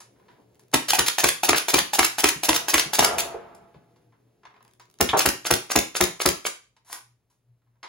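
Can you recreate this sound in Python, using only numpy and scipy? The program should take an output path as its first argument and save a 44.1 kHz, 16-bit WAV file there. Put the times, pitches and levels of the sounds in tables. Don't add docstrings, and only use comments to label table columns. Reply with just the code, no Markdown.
import sys
import numpy as np
from scipy import signal
from scipy.fft import rfft, irfft, next_fast_len
from scipy.io import wavfile
from scipy.ndimage import uniform_filter1d

SR = 44100
rng = np.random.default_rng(int(sys.argv[2]) if len(sys.argv) > 2 else 0)


def store_pcm(level_fs):
    pcm = np.round(np.clip(level_fs, -1, 1) * 32767).astype(np.int16)
    wavfile.write(sys.argv[1], SR, np.atleast_2d(pcm).T)


N = 347508


def amp(db):
    return 10 ** (np.asarray(db) / 20)


def evened(x):
    return x / np.sqrt(np.mean(x ** 2) + 1e-20)


def seconds(length_s):
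    return np.arange(int(length_s * SR)) / SR


def read(table, hz, index=1):
    columns = np.transpose(table)
    return np.interp(np.log(hz + 1), np.log(columns[0] + 1), columns[index])


def level_at(table, time_s):
    return np.interp(time_s, *np.transpose(table))


def add(mix, start_s, sound):
    part = mix[max(round(start_s * SR), 0):][:len(sound)]
    part += sound[:len(part)]


def slow_noise(shape, width):
    once = uniform_filter1d(rng.standard_normal(shape), size=width)
    return evened(uniform_filter1d(once, size=width))


def click(table, index=1, dull_hz=1e6, size=4096):
    hz = abs(np.fft.fftfreq(size, 1 / SR))
    gain = amp(read(table, hz, index)) / np.sqrt(1 + (hz / dull_hz) ** 6)
    spectrum = np.exp(signal.hilbert(np.log(gain + 1e-5)).conj())
    pulse = np.fft.ifft(spectrum).real[:size // 2]
    return pulse / np.linalg.norm(pulse)


def push(pulse):
    return pulse * np.sqrt(.002 * SR)


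def puff(pulse, rise_s, hold_s, fall_s):
    t = seconds(rise_s + hold_s + 10 * fall_s)
    shape = np.minimum(t / rise_s, 1) * np.exp(-np.maximum(t - rise_s - hold_s, 0) / fall_s)
    return signal.fftconvolve(shape * rng.standard_normal(len(t)), pulse)


def ring(modes, length_s, rise_s):
    t = seconds(length_s)
    sines = sum(amp(db - 60 * t / t60_s) * np.sin(2 * np.pi * hz * t) for hz, db, t60_s in modes)
    return sines * (1 - np.exp(-t / rise_s))


def scattered(start_s, end_s, per_s):
    slots = np.arange(start_s, end_s, 1 / per_s)
    return slots + rng.random(len(slots)) / per_s


# (frequency [Hz], level [dB])
FLOOR_COLOUR = [(20, -8.5), (60, 2.5), (130, -1), (250, -7), (600, -12.5), (1500, -22), (5000, -28),
                (16000, -29)]
HUM_HZ = 119.3


def background(hum_db=-72.5, floor_db=-76, waver_db=5.5):
    waver = slow_noise((2, N), 3000)
    turns = HUM_HZ * np.arange(N) / SR + .06 * waver[1]
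    hum = amp(hum_db + waver_db * waver[0]) * np.sqrt(2) * np.sin(2 * np.pi * turns)
    air = signal.fftconvolve(rng.standard_normal((2, N)), click(FLOOR_COLOUR)[None], axes=1)[:, :N]
    return hum + amp(floor_db) * evened(air + .5 * air[::-1])


# (time [s], level [dB])
RUSTLE_LEVEL = [(0, -67.5), (.3, -63), (.7, -67), (3.5, -63), (4.3, -71.5), (4.55, -70), (6.7, -81),
                (7.25, -91.5), (7.88, -91.5)]
# (frequency [Hz], level [dB])
CLOTH_COLOUR = [(40, -11.5), (150, 4), (480, 3), (700, -5.5), (1100, -14.5), (2500, -20), (16000, -26)]


def rustle(uneven_db=1.5):
    level_db = level_at(RUSTLE_LEVEL, np.arange(N) / SR) + uneven_db * slow_noise(N, 1200)
    return signal.fftconvolve(amp(level_db) * rng.standard_normal(N), click(CLOTH_COLOUR))[:N]


# (start [s], end [s], level [dB])
SWINGS = [(.52, .66, -61), (4.6, 4.98, -53.5)]
# (frequency [Hz], side-on level [dB], facing level [dB])
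JET_COLOUR = [(100, -19.5, -24), (600, -8, 0.5), (2000, -2, 1.5), (4000, -2, -0.5), (7000, 0.5, 2),
              (11090, -4, -1), (16250, -5.5, -3.5)]
TICKS_PER_S = 30


def rattle(spread_db=3.0, fall_s=.0012):
    out = np.zeros(N)
    for start_s, end_s, db in SWINGS:
        for tick_s in scattered(start_s, end_s, TICKS_PER_S):
            gain = amp(db + spread_db * rng.standard_normal())
            add(out, tick_s, gain * puff(click(JET_COLOUR), .0004, .00054, fall_s))
    return out


# (frequency [Hz], level [dB])
SHELL_COLOUR = [(80, -38), (300, -7.5), (650, -6), (1000, 7.5), (1300, -3), (1550, -1.5), (1850, -3),
                (2800, -7), (6000, 0), (10000, 0), (16000, -7.5)]
# (frequency [Hz], level [dB], t60 [s])
SHELL_MODES = [(960, -1, 0.12), (1033, -4, 0.15), (1256, -6, .13), (1870, -6, 0.074), (2135, -7.5, .1)]


def touch(db, dull_hz, fall_s, ring_db=-12):
    out = np.zeros(SR)
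    add(out, 0, amp(db) * puff(click(SHELL_COLOUR, dull_hz=dull_hz), .00093, .0006, fall_s))
    add(out, 0, amp(db + ring_db) * np.sqrt(fall_s / .01) * ring(SHELL_MODES, .25, .0024))
    return out


# (time [s], level [dB], dullness [Hz], fall time [s], ring level [dB])
HAND_CONTACTS = [(.003, -44.5, 9400, 0.019, -14), (.282, -56, 3030, .04, -14), (.381, -59.5, 600, .03, -30),
                 (.594, -52, 14000, .004, -30), (.715, -51, 14000, .003, -30),
                 (3.548, -49, 14000, .0055, -18), (3.742, -57.5, 3000, 0.021, -14),
                 (3.96, -63, 5000, .013, -20), (4.123, -63, 2500, .02, -12),
                 (4.452, -43.5, 3000, .0096, -8), (4.797, -49, 5000, 0.017, -11),
                 (6.765, -56.5, 5000, 0.0091, -9), (7.30, -69, 15000, 0.037, -24),
                 (7.829, -38, 3800, .025, -9)]
# (start [s], end [s], level [dB])
GRIPS = [(0.151, .36, -65), (4.42, 4.66, -58), (7.602, 7.76, -82)]
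CREAKS_PER_S, CREAK_DULL_HZ, CREAK_FALL_S = 30, 2600, .011


def handling(spread_db=3.5, creak_ring_db=-8):
    out = np.zeros(N)
    for contact_s, *contact in HAND_CONTACTS:
        add(out, contact_s, touch(*contact))
    for start_s, end_s, db in GRIPS:
        for creak_s in scattered(start_s, end_s, CREAKS_PER_S):
            creak_db = db + spread_db * rng.standard_normal()
            add(out, creak_s, touch(creak_db, CREAK_DULL_HZ, CREAK_FALL_S, creak_ring_db))
    return out


CATCH_S, CATCH_DB = 6.928, -27
SLIDE_S, SLIDE_DB, SLIDE_SWELL_DB, SLIDE_ON_S, SLIDE_FALL_S = .08, -40.5, 26.5, .021, .025


def magazine(dull_hz=12000, catch_dull_hz=15000, catch_fall_s=.003):
    out, t = np.zeros(N), seconds(.4) - SLIDE_S
    swell = amp(SLIDE_DB + SLIDE_SWELL_DB * np.minimum(t / SLIDE_S, 0))
    swell = swell * np.exp(-np.maximum(t - SLIDE_ON_S, 0) / SLIDE_FALL_S)
    scrape = signal.fftconvolve(swell * rng.standard_normal(len(t)), click(SHELL_COLOUR, dull_hz=dull_hz))
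    add(out, CATCH_S - SLIDE_S, scrape)
    add(out, CATCH_S, touch(CATCH_DB, catch_dull_hz, catch_fall_s))
    return out


# (frequency [Hz], level [dB])
TARGET_COLOUR = [(50, -19), (200, -10), (450, -4), (700, 0), (1100, -0.5), (2500, -2), (16000, -5)]
# (time [s], level [dB], dullness [Hz], fall time [s])
DART_HITS = [(1.531, -14, 3300, 0.0024), (1.547, -22, 3286, 0.01), (1.783, -20, 2500, .005),
             (2.03, -17, 3800, .002), (2.530, -18.5, 7000, .0024), (2.780, -16.5, 6160, .0077),
             (3.024, -18.5, 1823, 0.0065), (5.205, -17.5, 3500, 0.0042)]
# (time [s], level [dB], frequency [Hz])
SOFT_BUMPS = [(1.813, -29.5, 217), (2.361, -29.5, 170), (2.859, -27.5, 165), (3.343, -17.5, 444),
              (3.745, -39, 400), (3.76, -39.5, 165), (6.897, -32, 778)]
BUMP_CYCLES = 10
# (time [s], level [dB])
RING_BLOWS = [(2.53, -42), (2.78, -46.5), (3.025, -29.3)]
# (frequency [Hz], level [dB], t60 [s])
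RING_MODES = [(165, -21, 2.6), (400, -13, 0.87), (465, -4.5, 0.64), (646, -8.5, 0.5), (678, -4.5, 1.23),
              (722, -8, 1), (850, -11, 1.42), (867, -10, 0.51), (985, -9, 0.35), (1238, -9, 1),
              (1344, -11.5, 0.89), (1390, -0.5, 0.5), (1470, -4, 0.43), (1560, -9.5, 0.17),
              (1960, -7, 0.56)]
# (frequency [Hz], level [dB])
RING_WASH_COLOUR = [(80, -14), (170, -8.5), (270, -8), (450, -1.5), (750, -2.5), (1300, -8), (1900, -15.5),
                    (3000, -23.5), (16000, -58)]


def darts(scatter_db=-1.0, thud_db=-16):
    out = np.zeros(N)
    for hit_s, db, dull_hz, fall_s in DART_HITS:
        slap = click(TARGET_COLOUR, dull_hz=dull_hz)
        add(out, hit_s + .001, amp(db) * push(slap))
        add(out, hit_s, amp(db + scatter_db) * puff(slap, .0005, .00054, fall_s))
    for bump_s, db, hz in SOFT_BUMPS:
        add(out, bump_s, ring([(hz, db, BUMP_CYCLES / hz)], .3, .0023))
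        thud = puff(click(TARGET_COLOUR, dull_hz=2 * hz), .002, .002, .008)
        add(out, bump_s, amp(db + thud_db) * thud)
    for blow_s, db in RING_BLOWS:
        add(out, blow_s, amp(db) * ring(RING_MODES, 1.8, .004))
        add(out, blow_s, amp(db) * puff(click(RING_WASH_COLOUR), .0021, .0033, .17))
    return out


# (frequency [Hz], level [dB])
RASP_COLOUR = [(200, -10.5), (1500, -11.5), (2430, -3.5), (2800, -9.5), (3250, 3.5), (4200, -11.5),
               (8000, -16.5), (16000, -34)]
RASP_S, RASP_DB = 5.087, -23
# (time [s], level [dB])
HOLLOW_BLOWS = [(5.132, -13), (5.145, -16), (5.164, -20)]
# (frequency [Hz], level [dB], t60 [s])
HOLLOW_MODES = [(566, -1, 0.088), (930, -1, .05), (1056, -3.5, 0.065)]


def ricochet(dull_hz=1000, ring_db=-4):
    out = np.zeros(N)
    add(out, RASP_S, amp(RASP_DB) * puff(click(RASP_COLOUR), .0035, .0068, .008))
    for blow_s, db in HOLLOW_BLOWS:
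        add(out, blow_s, amp(db) * puff(click(TARGET_COLOUR, dull_hz=dull_hz), .0007, .00066, .01))
        add(out, blow_s, amp(db + ring_db) * ring(HOLLOW_MODES, .2, .0011))
    return out


CYCLE_S, BURST_SHOTS = .25, (10, 6)
BURST_START_S = (.7416, 5.0107)


def cycles():
    return [(BURST_START_S[pose] + k * CYCLE_S, pose)
            for pose, count in enumerate(BURST_SHOTS) for k in range(count)]


# (frequency [Hz], side-on level [dB], facing level [dB])
SNAP_COLOUR = [(100, -22.5, -16), (400, -9.5, 7.5), (900, -5, -8), (2000, -2, -2), (3800, 1, 1.5),
               (7000, 0, 5), (11000, -3, -1.5), (16000, -6, 0)]
# (time [s], snap level [dB])
HANGS = [(0.9036, -13), (1.0816, -13), (1.5792, -17), (2.0461, -13), (2.561, -15.5), (2.7941, -14),
         (3.0453, -11), (5.1913, -11)]
RETURN_S = (.0452, .0266)
SNAP_DB, VENT_DB, HUNG_VENT_DB = (-13, -14.5), (-24, -32), -23


def returns(vent_lead_s=.022):
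    out = np.zeros(N)
    for pop_s, pose in cycles():
        snap_s, snap_db, vent_db = pop_s + RETURN_S[pose], SNAP_DB[pose], VENT_DB[pose]
        late = [hang for hang in HANGS if pop_s < hang[0] < pop_s + CYCLE_S]
        if late:
            (snap_s, snap_db), vent_db = late[0], HUNG_VENT_DB
        snap = click(SNAP_COLOUR, index=1 + pose)
        add(out, snap_s - vent_lead_s, amp(vent_db) * puff(snap, .0036, .026, .0033))
        add(out, snap_s, amp(snap_db) * puff(snap, .0012, .003, .0017))
    return out


# (frequency [Hz], side-on level [dB], facing level [dB])
KNOCK_COLOUR = [(60, -35.5, -31.5), (200, -22, -15.5), (370, -9.5, -4.5), (470, -16.5, 2), (600, -11.5, 0),
                (850, 3, -11.5), (1180, -18, 1), (1750, -0.5, -5), (2100, -12.5, -0.5), (2500, -3.5, 6.5),
                (3500, -9, 2), (5000, -10.5, -12), (16000, -14.5, -28)]
# (frequency [Hz], side-on level [dB], facing level [dB])
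FEED_COLOUR = [(100, -27.5, -24.5), (300.4, -13, -10), (700, -1.5, -6), (1300, -7, -1.5), (2500, -3.5, -7),
               (3980, -2, -2.5), (7000, 1.5, 0), (9790, -3.5, -4), (15500, -4, -14.5)]
# (rise [s], hold [s], fall [s])
FEED_SHAPE = [(.002, 0.023, 0.0026), (0.017, .003, .003)]
# (time [s], level [dB])
KNOCK_LEVEL = [(.93, -11), (1.43, -11.5), (2.1, -17), (3.18, -15), (5.2, -21.5), (6.45, -18)]
# (frequency [Hz], level [dB], t60 [s])
VALVE_MODES = [(880, 1, 0.021), (1730, -2.5, .035), (2500, -2, 0.029), (3500, -3.5, .028)]
VALVE_S, FEED_DB = (.191, .1905), (-22, -22.5)
SEATED_S, SEATED_DB = (.0205, .016), (-23, -24)


def valve(push_db=(-4.5, -4), ring_db=(-8, -16), clack_db=(-5, -7.5), seat_db=(-38, -40),
          seat_lead_s=(.005, .007)):
    out = np.zeros(N)
    for pop_s, pose in cycles():
        open_s = pop_s + VALVE_S[pose]
        knock = amp(level_at(KNOCK_LEVEL, open_s))
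        feed = click(FEED_COLOUR, index=1 + pose)
        thud = push(click(KNOCK_COLOUR, index=1 + pose, dull_hz=1410))
        clack = puff(click(KNOCK_COLOUR, index=1 + pose), .0018, .0015, .0022)
        stop = puff(click(SNAP_COLOUR), .001, .001, .0015)
        add(out, open_s + .00083, knock * amp(push_db[pose]) * thud)
        add(out, open_s, knock * amp(ring_db[pose]) * ring(VALVE_MODES, .1, .0014))
        add(out, open_s, knock * amp(clack_db[pose]) * clack)
        add(out, open_s - seat_lead_s[pose], amp(seat_db[pose]) * puff(feed, .002, .003, .002))
        add(out, open_s + .0005, amp(FEED_DB[pose]) * puff(feed, *FEED_SHAPE[pose]))
        add(out, open_s + SEATED_S[pose], amp(SEATED_DB[pose]) * stop)
    return out


# (frequency [Hz], side-on level [dB], facing level [dB])
POP_COLOUR = [(30, -38.5, -38), (69.5, -21.5, -12), (140, -6, 0), (202, -10.5, 4.5), (305, 4.5, 7),
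              (400, -1.5, 6), (600, -3, 0), (950, 1.5, -6.5), (1500, -7, -6), (2500, -3.5, -9.5),
              (4020, -8.5, -15.5), (7960, -9.5, -19.5), (16000, -27, -39)]
# (frequency [Hz], level [dB], t60 [s])
BARREL_MODES = [(696, -4, 0.0078), (983, -1, 0.012), (1350, -4, 0.0074)]
# (mean frequency [Hz], t60 [s], side-on level [dB], facing level [dB])
BOOM_MODES = [(135, 0.13, -11.5, -16.5), (216.8, 0.087, -17.5, -15), (310, .08, -5.5, -9.5),
              (350, .07, -8, 2.5), (464, 0.054, -11.5, -7), (560.4, 0.075, -11.5, -1)]
TRANSIT_S = (.0057, .0048)
KICK_DB, JET_DB, JET_HOLD_S = (-21, -16.5), (-12.5, -10.5), (.0041, .0015)
POP_DB, BLAST_DB, BARREL_DB = (-11.5, -14), (-12.5, -22), (-6, -10.5)
BOOM_DB, THUMP_DB = (-25, -20.5), (-28.5, -21.5)


def shots(thump_hz=75, thump_width_s=.0032, leak_db=-24, detune=.015):
    out, t = np.zeros(N), seconds(.03)
    t = t - t.mean()
    thump = np.sin(2 * np.pi * thump_hz * t) * np.exp(-(t / thump_width_s) ** 2)
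    for pop_s, pose in cycles():
        pop, jet = click(POP_COLOUR, index=1 + pose), click(JET_COLOUR, index=1 + pose)
        dull_pop = click(POP_COLOUR, index=1 + pose, dull_hz=2530)
        launch_s = pop_s - TRANSIT_S[pose]
        add(out, launch_s - .009, amp(leak_db) * puff(pop, .024, .004, .0025))
        add(out, launch_s, amp(KICK_DB[pose]) * push(click(POP_COLOUR, dull_hz=1600)))
        add(out, launch_s, amp(JET_DB[pose]) * puff(jet, .006, JET_HOLD_S[pose], .0014))
        add(out, pop_s + .0012, amp(POP_DB[pose]) * push(dull_pop))
        add(out, pop_s, amp(BLAST_DB[pose]) * puff(pop, .00097, .0018, .0026))
        add(out, pop_s + .0008, amp(BARREL_DB[pose]) * ring(BARREL_MODES, .04, .0013))
        boom = [(hz * (1 + detune * rng.standard_normal()), levels_db[pose], t60_s)
                for hz, t60_s, *levels_db in BOOM_MODES]
        add(out, pop_s + .0023, amp(BOOM_DB[pose]) * ring(boom, .4, .0033))
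        add(out, pop_s - .001, amp(THUMP_DB[pose]) * thump)
    return out


# (frequency [Hz], level [dB], t60 [s], left-right likeness [-1..1])
ROOM_BANDS = [(60, -9, 0.15, .93), (200, 0, 0.33, 0.94), (450, 0.5, 0.23, 0.073), (1000, -2, .32, .0),
              (2500, 0, 0.33, .0), (5900, -4, 0.32, 0), (7500, -3.5, .3, 0.99), (8500, -2.5, .29, 1),
              (11300, -4.5, .27, 0.92), (13500, -6.5, .25, 1), (16000, -9.5, .23, .9)]
# (mean delay to left [s], mean delay to right [s], level [dB])
ECHOES = [(.0011, 0.0013, -14), (.0029, 0.0023, -11.5), (.0044, 0.0025, -22.5), (0.014, .0146, -8.5),
          (0.0157, .0163, -10)]


def room(x, build_s=.0058, count=6):
    hz, t, z = signal.stft(rng.standard_normal((2, count, int(.6 * SR))), SR, nperseg=256)
    wet_db, t60_s, same = (read(ROOM_BANDS, hz, index=k)[:, None] for k in range(1, 4))
    same = np.clip(same, -1, 1)
    z = np.array([z[0], same * z[0] + np.sqrt(1 - same ** 2) * z[1]])
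    z = z * amp(wet_db - 60 * t / t60_s) * np.sqrt(2 * np.log(1000) / (t60_s * SR))
    responses = signal.istft(z, SR, nperseg=256)[1]
    responses *= 1 - np.exp(-(np.arange(responses.shape[-1]) / SR / build_s) ** 2)
    responses[..., 0] += 1
    bounce = signal.lfilter([.35], [1, -.65], signal.unit_impulse(32))
    stance = np.floor((np.arange(N) / SR + .1) * 4) % count
    out = np.zeros((2, N))
    for k in range(count):
        for left_s, right_s, db in ECHOES:
            sway_s = rng.uniform(-.0002, .0002)
            add(responses[0, k], left_s + sway_s, amp(db) * bounce)
            add(responses[1, k], right_s + sway_s, amp(db) * bounce)
        share = uniform_filter1d(1. * (stance == k), size=256)
        out += signal.oaconvolve((x * share)[None], responses[:, k], axes=1)[:, :N]
    return out


def scene(low_cut_hz=42):
    dry = rustle() + rattle() + handling() + magazine() + darts() + ricochet() + returns() + valve() + shots()
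    low_cut = signal.butter(2, low_cut_hz, "high", fs=SR, output="sos")
    return signal.sosfilt(low_cut, room(dry) + background())


# (frequency [Hz], level [dB])
PORT_LEAN = [(50, .1), (140, .9), (300, .7), (700, .1), (3000, -.3), (9000, .1)]
# (frequency [Hz], phase lag [rad])
PORT_LAG = [(50, 0), (2300, .1), (3100, -1.2), (4000, 0), (5000, 1), (5800, 2.4), (6500, 1.1), (7500, 2),
            (8400, 3.14), (10300, 5.8), (11000, 6.4), (12300, 8.3), (13600, 9.42), (15800, 12.3)]
EDGE_HZ = 16000


def record(dry):
    size = next_fast_len(N + 4096)
    hz = np.fft.rfftfreq(size, 1 / SR)
    lean = amp(read(PORT_LEAN, hz))
    ports = np.array([lean, np.exp(-1j * read(PORT_LAG, hz)) / lean])
    x = irfft(rfft(dry, size) * ports, size)[:, :N]
    x = x / (1 + (x / .93) ** 6) ** (1 / 6)
    band_limit = signal.firwin(255, EDGE_HZ, window=("kaiser", 8), fs=SR)
    return signal.oaconvolve(x, band_limit[None], "same")


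dry = scene()
out = record(dry)
store_pcm(out)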